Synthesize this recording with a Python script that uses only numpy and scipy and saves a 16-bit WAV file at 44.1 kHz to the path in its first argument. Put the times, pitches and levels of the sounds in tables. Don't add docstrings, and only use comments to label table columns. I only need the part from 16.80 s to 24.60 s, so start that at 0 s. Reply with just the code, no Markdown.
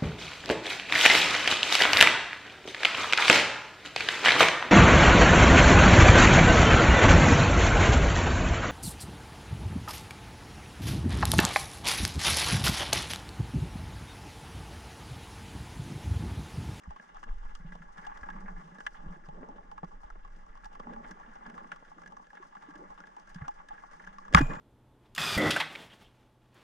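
import sys
import numpy as np
from scipy import signal
from scipy.fft import rfft, irfft, next_fast_len
from scipy.io import wavfile
from scipy.ndimage import uniform_filter1d

SR = 44100
rng = np.random.default_rng(int(sys.argv[2]) if len(sys.argv) > 2 else 0)


def inscribe(sig):
    pcm = np.round(np.clip(np.atleast_2d(sig).T, -1, 1) * 32767)
    wavfile.write(sys.argv[1], SR, pcm.astype(np.int16))


N = 343980

# f/Hz, width/Hz, relative in-step level/dB, relative opposed level/dB
LOW_MODES = [(145, 160, -26, -14), (183.8, 31, 5.5, -5.5), (217, 31, -9, -19.5), (295, 92, -9, -20.5),
             (454, 156, -7, -10.5), (575.4, 47, -3.5, -5)]
ROCKING_MODES = [(837, 39, -46.5, 25), (858, 97, 7.5, 18.5), (1077, 260, -18.5, 18), (1118, 112, 6, 16),
                 (1165, 50, -18.5, 5)]
RINGING_MODES = [(1443, 75, 9.5, -5.5), (1672, 100, 15.5, 9.5), (1838, 195, 4.5, -7.5), (1980, 82, 6, -41),
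                 (2427.5, 120, -39, -48)]
UPPER_MODES = [(2840, 73, -5, 1.5), (3033, 270, -7.5, -13.5), (3320, 350, -6.5, -7.5),
               (3580, 320, -13, -18.5)]
TREBLE_MODES = [(4200, 500, -28, 2), (5200, 750, 0.5, 0), (5990, 610, -2.5, -4.5), (6610, 2050, -0.5, -8.5),
                (8000, 430, -8.5, -1.5), (9600, 960, -5.5, -4.5), (13100, 1000, -4, -19)]
REGISTER_BANDS = [(138, 583), (710, 1430), (1300, 1520), (2600, 2400), (4300, 7150)]
OPPOSED_LAGS = [3, 1.34, 1.58, 0.73, 1.08]
CRACKLE_EQ = [-13.5, -7, -5.5, -22, -23.5]
BLUR_LEVELS = [-117, -100, -76.5, -90, -89.5]

# t/s, level/dB, brightness/dB
CRACKLE_RIDE = [(0, -60, 0.5), (.55, -61.5, 4), (.95, -57, -1), (1.1, -59.5, -1), (1.25, -50, -2),
                (1.48, -51.5, -4.5), (1.8, -58.5, 1), (2.1, -58, 2), (2.5, -63, 0.5), (3.04, -67, 1),
                (3.6, -64.5, 1), (4.17, -56.5, -2.5), (4.9, -59, 0.5), (5.3, -67, 6.5), (5.65, -64, 2),
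                (5.91, -56.5, -2.5), (6.4, -61.5, 1.5), (7.08, -56, -2), (7.8, -59, 0)]
# centre t/s, half length/s, level/dB
DRAGS = [(0.46, 0.067, -67), (0.912, 0.068, -78), (1.61, 0.12, -61), (1.906, 0.31, -69.5),
         (2.288, 0.085, -58), (2.625, .12, -55.5), (2.84, 0.18, -65.5), (3.63, .15, -73),
         (4.108, 0.071, -55.5), (4.212, 0.12, -57), (4.495, 0.072, -67), (4.755, 0.19, -63),
         (5.277, 0.14, -63), (6.02, 0.056, -57), (6.654, 0.035, -63), (7.577, 0.051, -45.5),
         (7.707, 0.059, -47)]
# t/s, level/dB
SURGE_RIDE = [(0.0, -86), (0.1, -41.5), (0.21, -77), (0.52, -34), (1.19, -55), (1.75, -41.5), (1.92, -65),
              (2.3, -42), (2.4, -53.5), (2.53, -47), (2.65, -52), (2.82, -54), (3.3, -47.5), (3.34, -46),
              (5.89, -68.5), (6.1, -55.5), (6.37, -72), (6.52, -52.5), (7.06, -61.5), (7.5, -52.5)]
# t/s, level/dB, pop f/Hz, relative brightness/dB, relative thud/dB, bright edge f/Hz
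NEAR_SNAPS = [(0.035, -48.5, 1700, -18, -22, 6970), (0.106, -45, 840, -15.5, -11, 2950),
              (0.161, -46.5, 1110, -17, -9, 2920), (0.197, -44, 1620, -24, -5.5, 3020),
              (0.345, -50.5, 866, -13, -22, 3220), (0.367, -46, 1140, -18, -32, 6400),
              (0.429, -42.5, 1160, -16.5, -13, 2820), (0.437, -42.5, 1690, -12.5, -23, 3300),
              (0.489, -50, 1640, -22, -25, 3250), (0.582, -55, 1600, -10, -20, 2950),
              (0.751, -49, 1230, 2, -26, 3300), (0.921, -39, 1800, -28, -12, 3620),
              (0.952, -49, 853, -11, 1, 3340), (1.019, -44.5, 1770, -23, -25, 3370),
              (1.179, -43, 1640, -13, -17, 3460), (1.249, -45, 1670, -15, -15, 3300),
              (1.267, -39.5, 830, -10.5, -19, 3100), (1.315, -45, 1100, -34, -19, 3030),
              (1.358, -53, 1070, -28, -24, 3260), (1.373, -45.5, 1640, -10, -18, 3470),
              (1.431, -38.5, 1560, -28, -8, 3160), (1.487, -36, 1100, -31, -27, 3150),
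              (1.501, -38, 1650, -19, -20, 3080), (1.984, -43, 1670, -17, -3, 3430),
              (2.004, -38.5, 1550, -19, -10, 3030), (2.065, -25.5, 1790, -17, -38, 2930),
              (2.151, -50, 814, -23, -18, 3240), (2.259, -53, 1650, -29, -10, 2930),
              (2.357, -50, 1680, -34, -4, 3070), (2.457, -57, 1640, -7, -3, 4930),
              (2.486, -47.5, 860, -12, 1.5, 3150), (2.63, -46.5, 1760, -39, 6.5, 2950),
              (2.687, -47.5, 850, -17, 0, 5600), (2.781, -47, 820, -33, -6, 3010),
              (2.914, -43.5, 855, -16, -18, 3120), (2.978, -42, 1180, -20.5, -29, 3330),
              (3.031, -37.5, 770, -35, 1, 3020), (3.043, -49.5, 1090, -13, 2, 4930),
              (3.232, -47.5, 850, -21, -22, 2990), (3.301, -46.5, 1340, -15, -18, 6840),
              (3.355, -50, 1360, -39, 1.5, 3270), (3.448, -47.5, 1130, -17, -10, 3480),
              (3.476, -55, 1130, -11, -17, 2910), (3.663, -55.5, 1090, -14, -11, 5560),
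              (3.752, -51, 1030, -16, -15, 4840), (3.773, -52, 1090, -12, -21, 3220),
              (3.844, -52, 1670, -2, -16, 3330), (3.855, -45.5, 874, -9, -17, 4800),
              (3.951, -46.5, 1130, -14.5, -25, 2980), (3.994, -51, 1180, -16, -11, 3840),
              (3.998, -42, 1170, -14.5, 1, 3110), (4.069, -43.5, 820, -39, -9, 3000),
              (4.093, -46.5, 837, -35, -7, 3110), (4.134, -45, 1670, -16, -11, 3300),
              (4.161, -43, 872, -25, -12, 2990), (4.263, -52, 1700, -11, -12, 3150),
              (4.31, -42.5, 1760, -9, -1.5, 5550), (4.398, -48, 880, -20, -24, 6240),
              (4.554, -48, 795, -13, -22, 5780), (4.664, -44.5, 1700, -13, -11, 3440),
              (4.698, -45.5, 1630, -14, -3, 2980), (4.741, -48, 1800, -17, -2, 3020),
              (4.778, -42, 1130, -20, -26, 3470), (4.843, -46, 1150, -31, -19, 3170),
              (4.917, -32.5, 1565, -17, -23, 2930), (4.96, -49.5, 1150, -10, -21, 2900),
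              (5.023, -52.5, 856, -35, 3.5, 3100), (5.115, -48.5, 820, -27, -18, 5400),
              (5.182, -49, 1170, -22, -22, 6430), (5.217, -48, 1330, -15, -21, 5500),
              (5.234, -47.5, 1640, -17, -17, 2900), (5.26, -43, 1660, -18, -16, 3350),
              (5.275, -46.5, 1680, -11, -16, 6030), (5.321, -45.5, 845, -17, -17, 3060),
              (5.367, -45, 1120, -17, -28, 5860), (5.395, -50.5, 880, -27, -6, 3350),
              (5.468, -53.5, 1650, -12, -7, 3430), (5.502, -48.5, 1750, -20, -22, 3450),
              (5.53, -48.5, 856, -16, -7, 3440), (5.551, -48.5, 1730, -13.5, -9, 3360),
              (5.571, -43.5, 1530, -26, -13, 3020), (5.625, -46.5, 1120, -20, -27, 5410),
              (5.751, -45.5, 1170, -17, -27, 3250), (5.767, -45, 1610, -21, -12, 3340),
              (5.907, -48, 1650, -14, -21, 3180), (5.955, -45.5, 1640, -12.5, -13, 3140),
              (6.202, -47.5, 1400, -11.5, -7, 5300), (6.237, -43, 1570, -31, -16, 3050),
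              (6.269, -54, 1700, -8, -6, 2990), (6.365, -45.5, 900, -15, -21, 3030),
              (6.397, -57.5, 840, -0.5, -5, 4970), (6.473, -49, 1540, -16, -13, 5740),
              (6.545, -49.5, 1710, -1.5, -9, 4900), (6.559, -47.5, 1630, -13, -25, 3430),
              (6.616, -42.5, 1730, -43, -22, 2950), (6.657, -49, 1580, -21, -17, 3470),
              (6.68, -34, 930, -15.5, -20, 6200), (6.886, -44.5, 1700, -9, -14, 3370),
              (6.906, -42, 810, -25, -29, 3210), (6.979, -43.5, 1700, -29, -24, 3050),
              (7.036, -44, 770, -30, -14, 3120), (7.197, -44, 1790, -24, -25, 6070),
              (7.239, -46, 1730, -27, -15, 3450), (7.247, -50, 1750, -11.5, -17, 6110),
              (7.272, -39, 1560, -22.5, -27, 6000), (7.383, -43, 1110, -14.5, -29, 4950),
              (7.451, -49, 1330, -15, -13, 6100), (7.48, -45.5, 1170, -15, -23, 3310)]
# t/s, level/dB, f/Hz
BODY_BUMPS = [(0.075, -20.5, 58.3), (0.076, -34, 172), (0.799, -39.5, 177), (0.847, -30, 165),
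              (0.951, -44, 176), (1.004, -38, 174), (1.183, -40.5, 175), (1.418, -26, 50.4),
              (1.55, -34.5, 184), (1.92, -40, 171), (2.26, -28.5, 172), (2.272, -25, 55),
              (2.483, -33.5, 157), (2.597, -51, 172), (3.031, -34, 167), (3.241, -33.5, 53.3),
              (4.073, -32.5, 225), (4.307, -45, 312), (4.479, -40.5, 221), (4.676, -42.5, 223),
              (4.849, -44, 242), (5.237, -44, 176), (5.6, -45, 370), (5.885, -38, 292), (5.955, -41, 307),
              (5.992, -42.5, 360), (6.557, -28, 175), (6.611, -26.5, 79), (6.617, -25.5, 144)]
# centre t/s, half length/s, level/dB, f/Hz
HOLLOW_HUMS = [(0.954, 0.094, -56, 178), (1.62, 0.11, -49.5, 187), (1.85, 0.14, -53.5, 176),
               (2.3, 0.072, -48.5, 175), (4.156, 0.11, -50.5, 225), (4.748, .15, -58, 225),
               (7.3, .2, -60, 183)]
# t/s, level/dB, pop f/Hz, relative brightness/dB, relative thud/dB
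SHOT_KNOCKS = [(7.526, -37, 1720, -11, -2), (7.537, -30.5, 2200, -5, -0.5), (7.5508, -14.5, 1220, -17, -11),
               (7.5628, -29, 1560, -6, -1.5), (7.5678, -23, 1580, -13, -16),
               (7.5718, -14.5, 1440, -24, -23), (7.5764, -17.5, 1460, -22, -18),
               (7.5813, -18, 1590, -15.5, -13), (7.586, -21, 1500, -13.5, -10),
               (7.5919, -25, 1580, -13, -13), (7.6068, -31, 1520, -22, -0.5),
               (7.6119, -27.5, 1530, -13, -4), (7.668, -51, 1400, -3, -8), (7.734, -47, 1710, -8, -10)]
# t/s, level/dB, f/Hz, t60/s
RECOIL_JOLTS = [(7.5426, -5.5, 73, 0.086), (7.5467, -5, 172.6, 0.078), (7.575, -8.5, 61.4, 0.095),
                (7.604, -13, 21.3, .3), (7.6066, -11, 276, 0.051), (7.618, -14, 136, 0.087),
                (7.694, -23, 162, 0.041), (7.769, -27.5, 164, 0.042)]
# t/s, level/dB
SEAR_SLIPS = [(7.5463, -13), (7.5479, 3.5)]
# f/Hz, in-step level/dB, opposed level/dB, t60/s
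GUN_MODES = [(1090, -37, -1, 0.012), (1270, -8.5, -15, 0.018), (1736, -4.5, -32, 0.0092),
             (2080, -0.5, -13, 0.0068), (3390, -8.5, -28, 0.0067), (4750, -18, -18, 0.0099),
             (7080, -14, -30, 0.0055), (10600, -37, -39, 0.0088), (15500, -48, -48, .006)]
# t/s, tick level/dB, relative brightness/dB
LINE_RIDE = [(7.555, -50, -8), (7.6, -38, -15), (7.63, -44, -17), (7.685, -57, -14), (7.705, -39, -19),
             (7.725, -43.5, -21), (7.75, -42, -16.5), (7.8, -52, -30)]
# f/Hz, level/dB, t60/s, flutter width/Hz; then the start of its ring
SHAFT_MODES, SHAFT_RING_S = [(2445, -41, .4, 50), (7150, -61.5, .9, 420)], 7.588

SHOT_EDGE_HZ, SHOT_UPPER_DB = 3100, -1


def amp(db):
    return 10 ** (np.asarray(db) / 20)


def unit_rms(x):
    return x / np.sqrt(np.mean(x ** 2, axis=-1, keepdims=True) + 1e-30)


def curve(points, t):
    times, *columns = np.transpose(points)
    return np.squeeze([np.interp(t, times, column) for column in columns])


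def add(mix, start_s, sound):
    part = mix[..., round(start_s * SR):][..., :sound.shape[-1]]
    part += sound[..., :part.shape[-1]]


def wobble(span):
    return unit_rms(uniform_filter1d(uniform_filter1d(rng.standard_normal((2, N)), span), span))


def resonance(f, hz, width_hz):
    return 1j * width_hz * f / (hz ** 2 - f ** 2 + 1j * width_hz * f)


def housing(size):
    f, out = np.fft.rfftfreq(size, 1 / SR) + 1e-3, []
    registers = LOW_MODES, ROCKING_MODES, RINGING_MODES, UPPER_MODES, TREBLE_MODES
    for modes, (low_hz, high_hz), lag in zip(registers, REGISTER_BANDS, OPPOSED_LAGS):
        hz, width_hz, *db = np.transpose(modes)[..., None]
        gains = amp(db)
        if modes is ROCKING_MODES:
            gains[1, 1::2] *= -1
        response = (gains * resonance(f, hz, width_hz)).sum(axis=1)
        for ratio in (-low_hz / f, f / high_hz):
            response /= (1 - ratio ** 2 + 1j * np.sqrt(2) * ratio) ** 2
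        response[1] *= np.exp(-1j * lag)
        out.append(response / np.sqrt(np.mean(abs(response[0]) ** 2)))
    return np.array(out)


def pressure(shape, alike=0.33):
    shared, own = rng.standard_normal((2, *shape))
    return np.stack([shared, alike * shared + np.sqrt(1 - alike ** 2) * own], axis=-2)


def far_crackle(t, snaps_per_s=140, ticks_per_s=45, spread_db=6, colour_db=11, t60_s=0.084, hiss_db=-9):
    ride_db, bright_db = curve(CRACKLE_RIDE, t)
    size_db = spread_db * np.minimum(rng.exponential(1, N), 2.8)
    size_db = size_db + colour_db * np.clip(rng.standard_normal((5, N)), -3, 1.6)
    snaps = amp(size_db) * (rng.random(N) < snaps_per_s / SR)
    snaps[4] += 1.94 * amp(size_db[0]) * (rng.random(N) < ticks_per_s / SR)
    tails = signal.lfilter([1], [1, -amp(-60 / (t60_s * SR))], snaps)
    bursts = unit_rms(uniform_filter1d(tails, size=60))
    envelope = unit_rms(bursts + amp(hiss_db)) * amp(ride_db + np.array(CRACKLE_EQ)[:, None])
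    envelope[3:] *= amp(bright_db)
    return envelope + amp(BLUR_LEVELS)[:, None]


def water_bed(floor_db=-72.5, lump_db=2.84):
    t, size = np.arange(N) / SR, next_fast_len(N + 4096)
    drag_power = sum(amp(2 * db) * np.exp(-2 * ((t - s) / half) ** 2) for s, half, db in DRAGS)
    rubbing_db = 10 * np.log10(drag_power + amp(2 * floor_db))
    envelope = far_crackle(t)
    envelope[:2] += amp(rubbing_db + lump_db * wobble(900) + [[0], [-9]])
    drive = pressure((5, N)) * envelope[:, None]
    rung = irfft(rfft(drive, size) * housing(size), size)[..., :N].sum(axis=0)
    return rung + surge(t) + gurgle(amp(rubbing_db - 4))


def surge(t, band_hz=(7, 33)):
    band = signal.butter(2, band_hz, "bandpass", fs=SR, output="sos")
    heave = signal.sosfilt(band, pressure((N,)))
    heave /= np.sqrt(uniform_filter1d(heave ** 2, size=9000) + 1e-12)
    ride = amp(curve(SURGE_RIDE, t) + [[0], [-17]])
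    return unit_rms(signal.sosfilt(band, heave)) * ride * [[1], [-1]]


def gurgle(level, per_s=75, low_hz=190, high_hz=800, cycles=10, climb=0.28, sizes=24):
    out = np.zeros(N)
    for hz in np.geomspace(low_hz, high_hz, sizes):
        age = np.arange(3000) / SR * hz / cycles
        envelope = age * np.exp(-4.5 * age) * (low_hz / hz) ** 0.51
        blip = envelope * np.sin(2 * np.pi * cycles * (age + climb * age ** 2))
        births = (rng.random(N) < per_s / sizes / SR) * rng.standard_normal(N)
        out += signal.oaconvolve(births, blip)[:N]
    return unit_rms(out) * level * amp([[0], [-12]])


def knocks(rows, t60_s, upper_db, opposed_db, upper_per_db=0, attack_s=0.00053, size=4096):
    split_hz, rocking_db_per_oct, ringing_db_per_oct = 1282, 24.5, 21.5
    edge_split_hz, edge_db_per_oct = 3740, 3.5
    usual_db = -44
    t, f = np.arange(size) / SR, np.fft.rfftfreq(size, 1 / SR)
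    response, out = housing(size), np.zeros((2, N))
    share = np.sqrt((abs(response) ** 2).mean(axis=-1, keepdims=True))
    for s, db, pop_hz, bright_db, thud_db, edge_hz in rows:
        burst = pressure((5, size)) * amp(-60 * t / t60_s) * (1 - np.exp(-t / attack_s))
        burst[..., 0] -= 2.78
        boost = 1 + 2.17 * resonance(f, pop_hz, width_hz=160) + 1.5 * resonance(f, edge_hz, width_hz=900)
        rung = irfft(rfft(burst) * boost * response, size)
        rung *= share / abs(rung).max(axis=-1, keepdims=True)
        tilt_db = edge_db_per_oct * np.log2(edge_hz / edge_split_hz)
        octaves = np.log2(pop_hz / split_hz)
        register_db = [thud_db, -rocking_db_per_oct * max(octaves, 0), ringing_db_per_oct * min(octaves, 0),
                       bright_db + upper_db + upper_per_db * (db - usual_db) - tilt_db,
                       bright_db + tilt_db]
        levels = amp(db + np.array(register_db)[:, None] + [0, opposed_db])
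        add(out, s, (levels[..., None] * rung).sum(axis=0))
    return out


def near_shrimp():
    return knocks(NEAR_SNAPS, t60_s=0.03, upper_db=-1.5, opposed_db=-2, upper_per_db=0.39)


def jolts(rows, attack_per_cycle, opposed_db=-22):
    t, out = np.arange(SR // 3) / SR, np.zeros(N)
    for s, db, hz, t60 in rows:
        attack = 1 - np.exp(-attack_per_cycle * hz * t)
        add(out, s, amp(db - 60 * t / t60) * attack * np.sin(2 * np.pi * hz * t))
    return out * amp([[0], [opposed_db]]) * [[1], [-1]]


def hollow_hum(waver_hz=40, opposed_db=-20):
    t, out = np.arange(N) / SR, np.zeros(N)
    real, imag = wobble(int(SR / waver_hz))
    for s, half, db, hz in HOLLOW_HUMS:
        tone = ((real + 1j * imag) * np.exp(2j * np.pi * hz * t)).real
        out += amp(db) * np.exp(-((t - s) / half) ** 2) * tone
    return out * amp([[0], [opposed_db]]) * [[1], [-1]]


def gun_clatter():
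    rows = [(*row, SHOT_EDGE_HZ) for row in SHOT_KNOCKS]
    return knocks(rows, t60_s=0.022, upper_db=SHOT_UPPER_DB, opposed_db=-2.5)


def release_crack(attack_s=0.0003):
    t, out = np.arange(2000) / SR, np.zeros((2, N))
    ring = sum(amp(np.array([[step_db], [opposed_db]]) - 60 * t / t60) * np.sin(2 * np.pi * hz * t)
               for hz, step_db, opposed_db, t60 in GUN_MODES)
    for s, db in SEAR_SLIPS:
        add(out, s, -amp(db) * ring * (1 - np.exp(-t / attack_s)))
    return out


def bubble_spray(start_s=7.555, db=-61, t60_s=0.33, band_hz=(7800, 13500), per_s=3500, spread_db=2.5):
    t, out = np.arange(SR // 3) / SR, np.zeros((2, N))
    pops = amp(spread_db * rng.exponential(1, (len(t), 2)).T) * (rng.random((2, len(t))) < per_s / SR)
    grains = uniform_filter1d(pops, size=40) * rng.standard_normal((2, len(t)))
    band = signal.butter(4, band_hz, "bandpass", fs=SR, output="sos")
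    add(out, start_s, unit_rms(signal.sosfilt(band, grains)) * amp(db - 60 * t / t60_s))
    return out


def line_ticks(per_s=240, low_hz=860, high_hz=2050, spread_db=3.5, thud_db=-8.5):
    slots = np.arange(LINE_RIDE[0][0], N / SR, 1 / per_s)
    late, pitch, strength, edge = rng.random((len(slots), 4)).T
    times = slots + late / per_s
    db, bright_db = curve(LINE_RIDE, times)
    db += spread_db * (2 * strength - 1)
    pop_hz = low_hz * (high_hz / low_hz) ** pitch
    edge_hz = SHOT_EDGE_HZ * 2 ** (edge - .5)
    rows = np.transpose([times, db, pop_hz, bright_db, np.full_like(times, thud_db), edge_hz])
    return knocks(rows, t60_s=0.024, upper_db=SHOT_UPPER_DB, opposed_db=-3)


def shaft_ring(attack_s=0.01, opposed_db=-7):
    t, out = np.arange(SR // 3) / SR, np.zeros(N)
    for hz, db, t60, width_hz in SHAFT_MODES:
        real, imag = unit_rms(uniform_filter1d(rng.standard_normal((2, len(t))), int(SR / width_hz)))
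        tone = ((0.61 + real + 1j * imag) * np.exp(2j * np.pi * hz * t)).real
        add(out, SHAFT_RING_S, amp(db - 60 * t / t60) * (1 - np.exp(-t / attack_s)) * tone)
    return out * amp([[0], [opposed_db]])


def scene(bump_t60_s=0.071):
    shot = release_crack() + gun_clatter() + jolts(RECOIL_JOLTS, attack_per_cycle=1.4)
    shot += shaft_ring() + bubble_spray() + line_ticks()
    bumps = jolts([(*row, bump_t60_s) for row in BODY_BUMPS], attack_per_cycle=1)
    in_step, opposed = near_shrimp() + water_bed() + hollow_hum() + bumps + shot
    return np.array([in_step + opposed, in_step - opposed])


def record(dry, ceiling=0.97, cutoff_hz=16400):
    noisy = dry + signal.lfilter([1], [1, -.8], rng.standard_normal(dry.shape)) * amp(-101)
    clipped = ceiling * np.tanh((abs(noisy) / ceiling) ** 3) ** (1 / 3) * np.sign(noisy)
    lowpass = signal.firwin(511, cutoff_hz, window=("kaiser", 9), fs=SR)
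    return signal.oaconvolve(clipped, lowpass[None], "same")


dry = scene()
out = record(dry)
inscribe(out)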